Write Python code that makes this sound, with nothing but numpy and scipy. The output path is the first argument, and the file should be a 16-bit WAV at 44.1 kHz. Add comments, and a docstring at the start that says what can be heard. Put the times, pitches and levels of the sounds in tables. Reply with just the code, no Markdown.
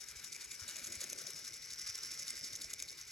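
"""On a wooden track laid over carpet, a battery toy engine crawls close to a hand-held stereo camera.
A 24-tooth plastic gear clicks as blows and short scrapes; out of true, it binds twice a turn and chatters.
Tooth-pulsed noise through resonances makes the motor whir in the hollow shell and the chassis rattle.
Wheels grumble as filtered noise and knock as damped tones; hard snaps, dull taps and low bumps
stand out over a low room rumble of shaped noise."""
import sys
import numpy as np
from scipy import signal
from scipy.fft import rfft, irfft, next_fast_len
from scipy.io import wavfile
from scipy.ndimage import uniform_filter1d, map_coordinates

SR = 44100
rng = np.random.default_rng(int(sys.argv[2]) if len(sys.argv) > 2 else 0)


def transcribe(signal):
    """Save signal, clipped to [-1, 1], as a 16-bit WAV file at the path in sys.argv[1]."""
    frames = np.atleast_2d(signal).T
    limited = np.clip(frames, -1, 1)
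    pcm = np.round(limited * 32767).astype(np.int16)
    wavfile.write(sys.argv[1], SR, pcm)


N = 137151  # length in samples


def amp(db):
    """Decibels to linear gain."""
    return 10 ** (np.asarray(db) / 20)


def unit(x):
    """Scale to an rms of 1."""
    return x / np.sqrt(np.mean(x ** 2) + 1e-20)


def along(points, hz):
    """Read (Hz, value) points on a log frequency axis."""
    f, value = np.transpose(points)
    return np.interp(np.log(hz + 1), np.log(f + 1), value)


def curves(rows):
    """One value per sample for each column after the time."""
    seconds, *columns = np.transpose(rows)
    return [np.interp(np.arange(N) / SR, seconds, c) for c in columns]


def wobble(rate):
    """A smooth random curve with rate knots a second."""
    knots = rng.standard_normal(int(N * rate / SR) + 4)
    return map_coordinates(knots, [np.arange(N) * rate / SR])


def filtered(x, response):
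    """Shape the spectrum of x by a complex response of frequency."""
    m = next_fast_len(N + SR // 2)
    return irfft(rfft(x, m) * response(np.fft.rfftfreq(m, 1 / SR)), m)[..., :N]


def resonant(peaks):
    """Response of parallel resonances, alternating in sign."""
    def response(f):
        total = 0
        for k, (centre, width, db) in enumerate(peaks):
            band = 1j * f * width / (centre * centre - f * f + 1j * f * width)
            total = total + (-1) ** k * amp(db) * band
        return total
    return response


def twice(peaks):
    """The resonances in series with themselves, for steeper skirts."""
    return lambda hz: resonant(peaks)(hz) ** 2


def above(peaks, edge_hz, order=3):
    """The resonances with the bass rolled off below an edge."""
    return lambda hz: resonant(peaks)(hz) * (1j * hz / (edge_hz + 1j * hz)) ** order


def patches(depth_db):
    """White noise pair whose gain varies in patches of time and pitch."""
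    z = signal.stft(rng.standard_normal((2, N)), nperseg=1024)[2]
    field = uniform_filter1d(rng.standard_normal(z.shape[1:]), size=4, axis=0)
    field = uniform_filter1d(field, size=4, axis=1)
    return signal.istft(z * amp(depth_db * unit(field)), nperseg=1024)[1][:, :N]


# Drawn phase difference of left over right, which widens and hollows the treble.
# Each row: frequency in Hz, phase difference in radians.
PHASE_SPREAD = [(0, 0.5), (1400, 0.94), (2100, 0.65), (3600, 0.59), (5400, 1.16), (6300, -0.5),
                (7600, 0.58), (8700, -7.5), (9500, -2.5), (10400, -6), (11700, -5), (12700, -16),
                (13900, 13), (14700, -23), (15800, -8)]


def spread_phase(pair):
    """Turn the phase of left by half the drawn difference and of right by minus half."""
    half = lambda hz: .5j * np.interp(hz, *np.transpose(PHASE_SPREAD))
    return filtered(pair, lambda hz: np.exp(half(hz) * [[1], [-1]]))


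# Likeness of the noise in left and right.
# Each row: frequency in Hz, left-right correlation from 0 to 1 before the phase spread.
STEREO_LIKENESS = [(60, .8), (600, .8), (1400, .8), (1900, .7), (2400, .9), (4500, .85), (7000, .95),
                   (15000, .93)]


def stereo(gate, colour, patchy_db, blows=0):
    """Gated noise and blows through a colour, rms 1, spread over left and right."""
    def mid_and_side(hz):
        turn = np.arccos(np.clip(along(STEREO_LIKENESS, hz), 0, 1)) / 2
        return colour(hz) * np.array([np.cos(turn), np.sin(turn)])
    source = gate * unit(patches(patchy_db)) + blows * np.array([[1], [0]])  # blows in the middle only
    mid, side = filtered(source, mid_and_side)
    return unit(spread_phase(np.array([mid + side, mid - side])))


# Turns of the gear.
# Each row: mid-turn time in seconds, then levels in dB ahead of the load shaping and panning:
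# first bind, second bind, shell ring, chassis rattle.
GEAR_TURNS = [(0.0253, -56.5, -57, -59.5, -63), (0.102, -54.5, -60, -60, -62), (0.1818, -57, -66, -60, -70),
              (0.2619, -53.5, -77, -58.5, -60.5), (0.3444, -52.5, -57, -59, -55.5),
              (0.4324, -53.5, -46.5, -59.5, -53), (0.535, -51.5, -50, -58.5, -56),
              (0.62, -55.5, -66, -56, -76), (0.7, -50, -73, -58, -49.5), (0.7783, -50.5, -53, -56, -59),
              (0.8593, -47, -45.5, -59, -53.5), (0.9431, -51, -45.5, -55.5, -62),
              (1.026, -48, -45, -53, -53), (1.1148, -51.5, -44.5, -52.5, -57),
              (1.2057, -51, -48, -50.5, -56), (1.293, -52.5, -43.5, -50, -53.5),
              (1.3806, -54, -54.5, -49.5, -59.5), (1.4675, -53, -53.0, -50, -58),
              (1.5542, -53.5, -61, -52.5, -57), (1.642, -56, -55, -48.5, -55.5),
              (1.7216, -53.5, -49.5, -49.0, -54), (1.8056, -54.5, -48, -48, -69),
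              (1.8884, -52.5, -60, -44.5, -57), (1.9678, -53.5, -48, -47.5, -63),
              (2.0481, -52, -49, -45.5, -58.5), (2.1295, -51, -53, -44.5, -64),
              (2.212, -50.5, -58, -46, -68), (2.294, -50, -49, -46.5, -52.5),
              (2.3792, -52, -51, -48.5, -55.5), (2.4623, -50, -61, -46.5, -54),
              (2.5465, -53.5, -43.5, -48.5, -55.0), (2.6342, -49, -52, -49.5, -51.5),
              (2.7221, -53, -40.5, -55, -55.5), (2.8125, -55.5, -46, -52.5, -55.0),
              (2.904, -55, -54, -53, -51), (2.9999, -55.5, -58, -52, -53.5),
              (3.097, -57.0, -45, -53.5, -58.5)]
TEETH = 24


def gear():
    """Gear angle in turns for each sample, running on evenly before and after the table."""
    s = np.transpose(GEAR_TURNS)[0]
    s = np.r_[2 * s[0] - s[1], s, 2 * s[-1] - s[-2]]
    return np.interp(np.arange(N) / SR, s, np.arange(len(s)) - 1)


def by_turn(turns, db):
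    """Glide a level from one mid-turn to the next."""
    return np.interp(turns, np.arange(len(db)), db)


JITTER, SCATTER_DB = .07, 3  # spread of timing in teeth, spread of size
SCRAPE_S, BLUR_DB = 0.00059, -8  # time scale of a scrape, steady rub between clicks
STRIKE_DB, SOFT_HZ = 6, 7100  # drive of the blows, corner above which they soften


def clicks(turns):
    """Each tooth lands with a blow and a short scrape, a little uneven in time and size."""
    tooth = np.arange(np.ceil(turns[0] * TEETH), turns[-1] * TEETH)
    chance = rng.standard_normal((len(tooth), 2))
    at = np.interp((tooth + JITTER * chance[:, 0]) / TEETH, turns, np.arange(N)).astype(int)
    train = np.bincount(at, amp(SCATTER_DB * chance[:, 1]), N)
    u = np.arange(SR // 100) / (SR * SCRAPE_S)
    scrape_shape = u * np.exp(1 - 2 * u) * 2
    scrape = signal.fftconvolve(train, scrape_shape)[:N] + amp(BLUR_DB)
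    soft = filtered(unit(train), lambda hz: 1 / (1 + 1j * hz / SOFT_HZ) ** 2)
    return unit(scrape), amp(STRIKE_DB) * soft


BIND_AT, BIND_WIDE = (-.17, 0.15), (0.072, 0.04)  # the two tight spots, in turns from mid-turn


def tight_spots(angle):
    """Two bumps a turn where the untrue gear binds."""
    return [np.exp(-np.abs((angle - at) / wide) ** 3) for at, wide in zip(BIND_AT, BIND_WIDE)]


LOAD_FROM, LOAD_TO, LOAD_EDGE = -0.3, 0.29, 0.022  # loaded part of a turn, in turns from mid-turn


def load(angle):
    """Near 1 while the gear is loaded, near 0 while it is slack."""
    rise = 1 / (1 + np.exp((LOAD_FROM - angle) / LOAD_EDGE * 2))
    return rise / (1 + np.exp((angle - LOAD_TO) / LOAD_EDGE * 2))


# Treble ring of the shell.
# Each row: centre in Hz, width in Hz of one pass, level in dB of one pass; two passes are made.
SHELL_RING = [(5050, 665, -3), (5520, 545, 1.5), (6095, 880, -3)]
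SLACK_RING_DB = -4  # drop of the ring in the slack part of the turn


def shell(turns, loaded, teeth, blows):
    """The teeth drive the shell's resonances, harder under load."""
    level = amp(by_turn(turns, np.transpose(GEAR_TURNS)[3]) + SLACK_RING_DB * (1 - loaded))
    return level * stereo(teeth, twice(SHELL_RING), patchy_db=4.5, blows=blows)


# What the binding teeth ring.
# Each row: centre in Hz, width in Hz, level in dB ahead of the bass roll-off.
CHATTER_RING = [(1520, 1200, -18), (2160, 1170, -13.5), (3560, 930, -9), (6110, 550, -0.5),
                (7000, 553, -0.5), (8100, 157, 3.5), (10050, 510, -6.5), (10970, 670, -4.5),
                (11460, 670, -7), (16300, 970, -14)]
FREE_DB = -5.5  # teeth outside the tight spots, against the first bind, ahead of the load weighting


def chatter(turns, row, bump, loaded, teeth, blows):
    """Teeth rattle through plastic resonances and swell at the two tight spots."""
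    _, first, second, _, _ = np.transpose(GEAR_TURNS)
    bind = amp(first[row]) * bump[0] + amp(second[row]) * bump[1]
    free = amp(by_turn(turns, first) + FREE_DB) * (0.9 + loaded)
    ring = stereo(teeth, above(CHATTER_RING, edge_hz=3600), patchy_db=3.5, blows=blows)
    return (bind + free) * ring


# Chassis resonances.
# Each row: centre in Hz, width in Hz of one pass, level in dB of one pass; two passes are made.
CHASSIS_RING = [(3783, 290, 4), (4543, 270, 5)]


def chassis(row, bump, teeth, blows):
    """The teeth shake two chassis resonances, mostly at the first bind."""
    level = amp(np.transpose(GEAR_TURNS)[4][row]) * (bump[0] + 0.14 * bump[1] + 0.19)
    return level * stereo(teeth, twice(CHASSIS_RING), patchy_db=1.5, blows=blows)


# Broad motor whir.
# Each row: centre in Hz, width in Hz, level in dB ahead of the bass roll-off.
WHIR_BODY = [(1534, 455, -2), (2930, 180, -5.5), (3970, 860, -6.5), (8200, 460, -9.5), (11200, 680, -11),
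             (14200, 3700, -60)]
# Lower and upper resonance of the hollow shell.
# Each row: centre in Hz, width in Hz of one pass, level in dB of one pass; two passes are made.
WHIR_HOLLOW = [(2051, 190, 0), (2288, 410, 0)]
# Course of the whir, ahead of its lift.
# Each row: time in seconds, then levels in dB: broad whir, lower resonance, upper resonance.
WHIR_LEVELS = [(0.0, -66, -73.5, -70), (0.21, -61, -74, -66), (0.42, -63.5, -71, -61.5),
               (0.64, -61, -85, -65.5), (0.85, -60, -69, -62), (1.2, -60.5, -70, -65.5),
               (1.33, -61, -72, -66.5), (1.61, -65, -68.5, -67), (1.77, -61, -67.5, -66.5),
               (1.97, -59.5, -68, -65), (2.34, -61.5, -65.5, -67.5), (2.57, -61.5, -66.5, -66.5),
               (2.78, -64.5, -70.5, -66.5), (3.11, -63.5, -71, -66)]
WHIR_PULSE, WHIR_BLOW = 0.57, 0.26  # depth of the tooth beat, share of the tooth blows
WHIR_LIFT_DB, WHIR_LOAD_DB = 2, 2  # steady lift, further rise under load


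def whir(loaded, teeth, blows):
    """Noise beating with the teeth, through a broad body and two narrow hollow resonances."""
    beat = 1 + WHIR_PULSE * teeth
    colours = [above(WHIR_BODY, edge_hz=740)] + [twice([peak]) for peak in WHIR_HOLLOW]
    total = 0
    for db, colour in zip(curves(WHIR_LEVELS), colours):
        part = stereo(beat, colour, patchy_db=1.2, blows=WHIR_BLOW * blows)
        total = total + amp(db + 1.8 * wobble(25.1)) * part
    return amp(WHIR_LOAD_DB * loaded + WHIR_LIFT_DB) * total


# Stereo placing of the engine.
# Each row: time in seconds, then gain of left over right in dB: shell ring, chatter, whir and chassis.
ENGINE_PAN = [(0, 15.5, 0.63, 0.8), (.6, 17, 0.43, 0.61), (1.2, 6.5, 0.025, 2), (2, -0.5, 0, 3.5),
              (3.11, 0, 0.49, 3.4)]


def engine():
    """One gear drives the shell ring, the chatter, the chassis rattle and the whir."""
    turns = gear()
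    row = np.clip(np.round(turns).astype(int), 0, len(GEAR_TURNS) - 1)
    angle = turns - np.round(turns)
    bump, loaded = tight_spots(angle), load(angle)
    teeth, blows = clicks(turns)
    shell_pan, chatter_pan, whir_pan = [amp(np.array([db, -db]) / 2) for db in curves(ENGINE_PAN)]
    out = shell_pan * shell(turns, loaded, teeth, blows)
    out = out + chatter_pan * chatter(turns, row, bump, loaded, teeth, blows)
    return out + whir_pan * (chassis(row, bump, teeth, blows) + whir(loaded, teeth, blows))


# Course of the wheel grumble. Each row: time in seconds, level in dB ahead of panning.
ROLL_LEVELS = [(0.0, -80.5), (0.42, -74), (0.52, -77), (0.78, -67), (0.89, -61.5), (0.99, -64.5),
               (1.3, -66), (1.5, -75), (1.79, -81.5), (2.03, -73.5), (2.46, -68), (2.78, -73), (2.94, -73),
               (3.11, -112)]
# Resonances of the track. Each row: centre in Hz, width in Hz, level in dB ahead of the treble roll-off.
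WOOD_RING = [(213, 135, -4), (360, 67, -3.5), (574, 135, -3.5)]


def grumble():
    """Rolling wheels as unsteady noise through the wood's low resonances."""
    roll_db, = curves(ROLL_LEVELS)
    wood = lambda hz: resonant(WOOD_RING)(hz) / (1 + (hz / 680) ** 8)
    return amp(roll_db + 2.2 * wobble(30.37)) * stereo(1, wood, patchy_db=3.4)


# Spectrum of the room. Each row: frequency in Hz, relative level in dB per Hz.
ROOM_RUMBLE = [(15, -29), (25, -34), (45, -2), (86, -2.5), (150, -4.5), (270, -13), (420, -7.5), (620, -24),
               (760, -16.5), (1100, -20), (1500, -49), (2800, -120)]


def rumble():
    """Steady low room noise with a drawn spectrum."""
    colour = lambda hz: amp(along(ROOM_RUMBLE, hz))
    return amp(-69.5) * stereo(1, colour, patchy_db=3.0)


def rings(rows, t60, rise_s):
    """Damped tones, one for each row of start in seconds, envelope peak in dB, pitch in Hz."""
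    out, t = np.zeros(N + SR), np.arange(SR // 4) / SR
    shape = amp(-60 * t / t60) * (1 - np.exp(-t / rise_s))
    for s, db, hz in rows:
        out[round(s * SR):][:len(t)] += amp(db) * shape / shape.max() * np.sin(2 * np.pi * hz * t)
    return out[:N]


# Low bumps. Each row: start in seconds, envelope peak in dB, pitch in Hz.
LOW_BUMPS = [(0.165, -56, 64), (0.619, -51, 90), (0.899, -59, 91.5), (0.969, -54, 83.4), (1.89, -57, 102),
             (2.408, -61, 129), (2.527, -58.5, 113), (2.65, -57, 79)]


def thumps():
    """Soft low bumps as slow-rising damped tones."""
    return rings(LOW_BUMPS, t60=0.051, rise_s=0.027)


# The hardest tooth blows. Each row: start in seconds, envelope peak of the ring in dB, ring pitch in Hz.
HARD_BLOWS = [(0.3267, -44, 5330), (0.417, -45, 5810), (0.5143, -35.5, 7000), (0.6799, -33.5, 7000),
              (0.7582, -35.5, 7030), (0.7684, -38, 6810), (0.8422, -37, 6870), (0.8504, -37.5, 6650),
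              (0.9267, -38, 6800), (1.0072, -41, 6700), (1.0415, -32, 6550), (1.0995, -35, 6250),
              (1.1311, -34.5, 6280), (1.2665, -37, 6770), (1.9472, -35, 5310), (1.9547, -34, 5500),
              (2.0345, -32.5, 5260), (2.0487, -38.5, 5920), (2.5538, -32, 6100), (2.6132, -40, 4580),
              (2.6429, -34, 5500), (2.7029, -36.5, 6700), (2.7342, -37.5, 5590), (2.7945, -38, 5400),
              (2.8882, -43, 4470), (2.9832, -47, 4550), (3.0136, -36.5, 6140)]
CRACK_DB = 5  # drive of the crack over the ring


def snaps():
    """Single hard blows: a short ring and a broad crack through the chatter resonances."""
    s, db, _ = np.transpose(HARD_BLOWS)
    impulses = np.bincount((s * SR).astype(int), amp(db), N)
    crack = filtered(impulses, above(CHATTER_RING, edge_hz=3000, order=2))
    return rings(HARD_BLOWS, t60=.006, rise_s=.0005) + amp(CRACK_DB) * crack


# A quick run of dull taps. 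Each row: start in seconds, envelope peak in dB.
DULL_TAPS = [(0.5911, -51), (0.6, -52), (0.6195, -50), (0.6264, -50), (0.6374, -64), (0.645, -49)]
TAP_HZ = 1460


def taps():
    """Dull taps as very short damped tones on one pitch."""
    rows = [(s, db, TAP_HZ) for s, db in DULL_TAPS]
    return rings(rows, t60=0.0092, rise_s=.0006)


# Wheels on wood. Each row: start in seconds, envelope peak in dB ahead of panning, pitch in Hz.
WHEEL_KNOCKS = [(0.7, -72, 340), (0.762, -57, 590), (1.016, -53.5, 530), (1.043, -54, 380),
                (1.128, -51.5, 558), (1.187, -59.5, 373), (1.216, -56, 504), (1.293, -55, 409),
                (1.391, -60, 422), (2.121, -60.5, 320), (2.337, -63, 460), (2.469, -63, 292),
                (2.647, -62, 620), (2.735, -63.5, 610), (2.92, -62.5, 530)]


def knocks():
    """Wheels knock on the track as short damped tones."""
    return rings(WHEEL_KNOCKS, t60=0.02, rise_s=0.0066)


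def scene():
    """The engine, its wheels on the track, the room and the single hits together."""
    track = (grumble() + knocks()) * amp([[.6], [-.6]])  # dB: slightly to the left
    room = rumble() + thumps()
    hits = spread_phase(np.ones((2, 1)) * (snaps() + taps()))
    return engine() + track + room + hits


def record(dry):
    """The camera keeps nothing from its band limit of 15830 Hz upward."""
    return filtered(dry, lambda hz: hz < 15830)


dry = scene()
out = record(dry)
transcribe(out)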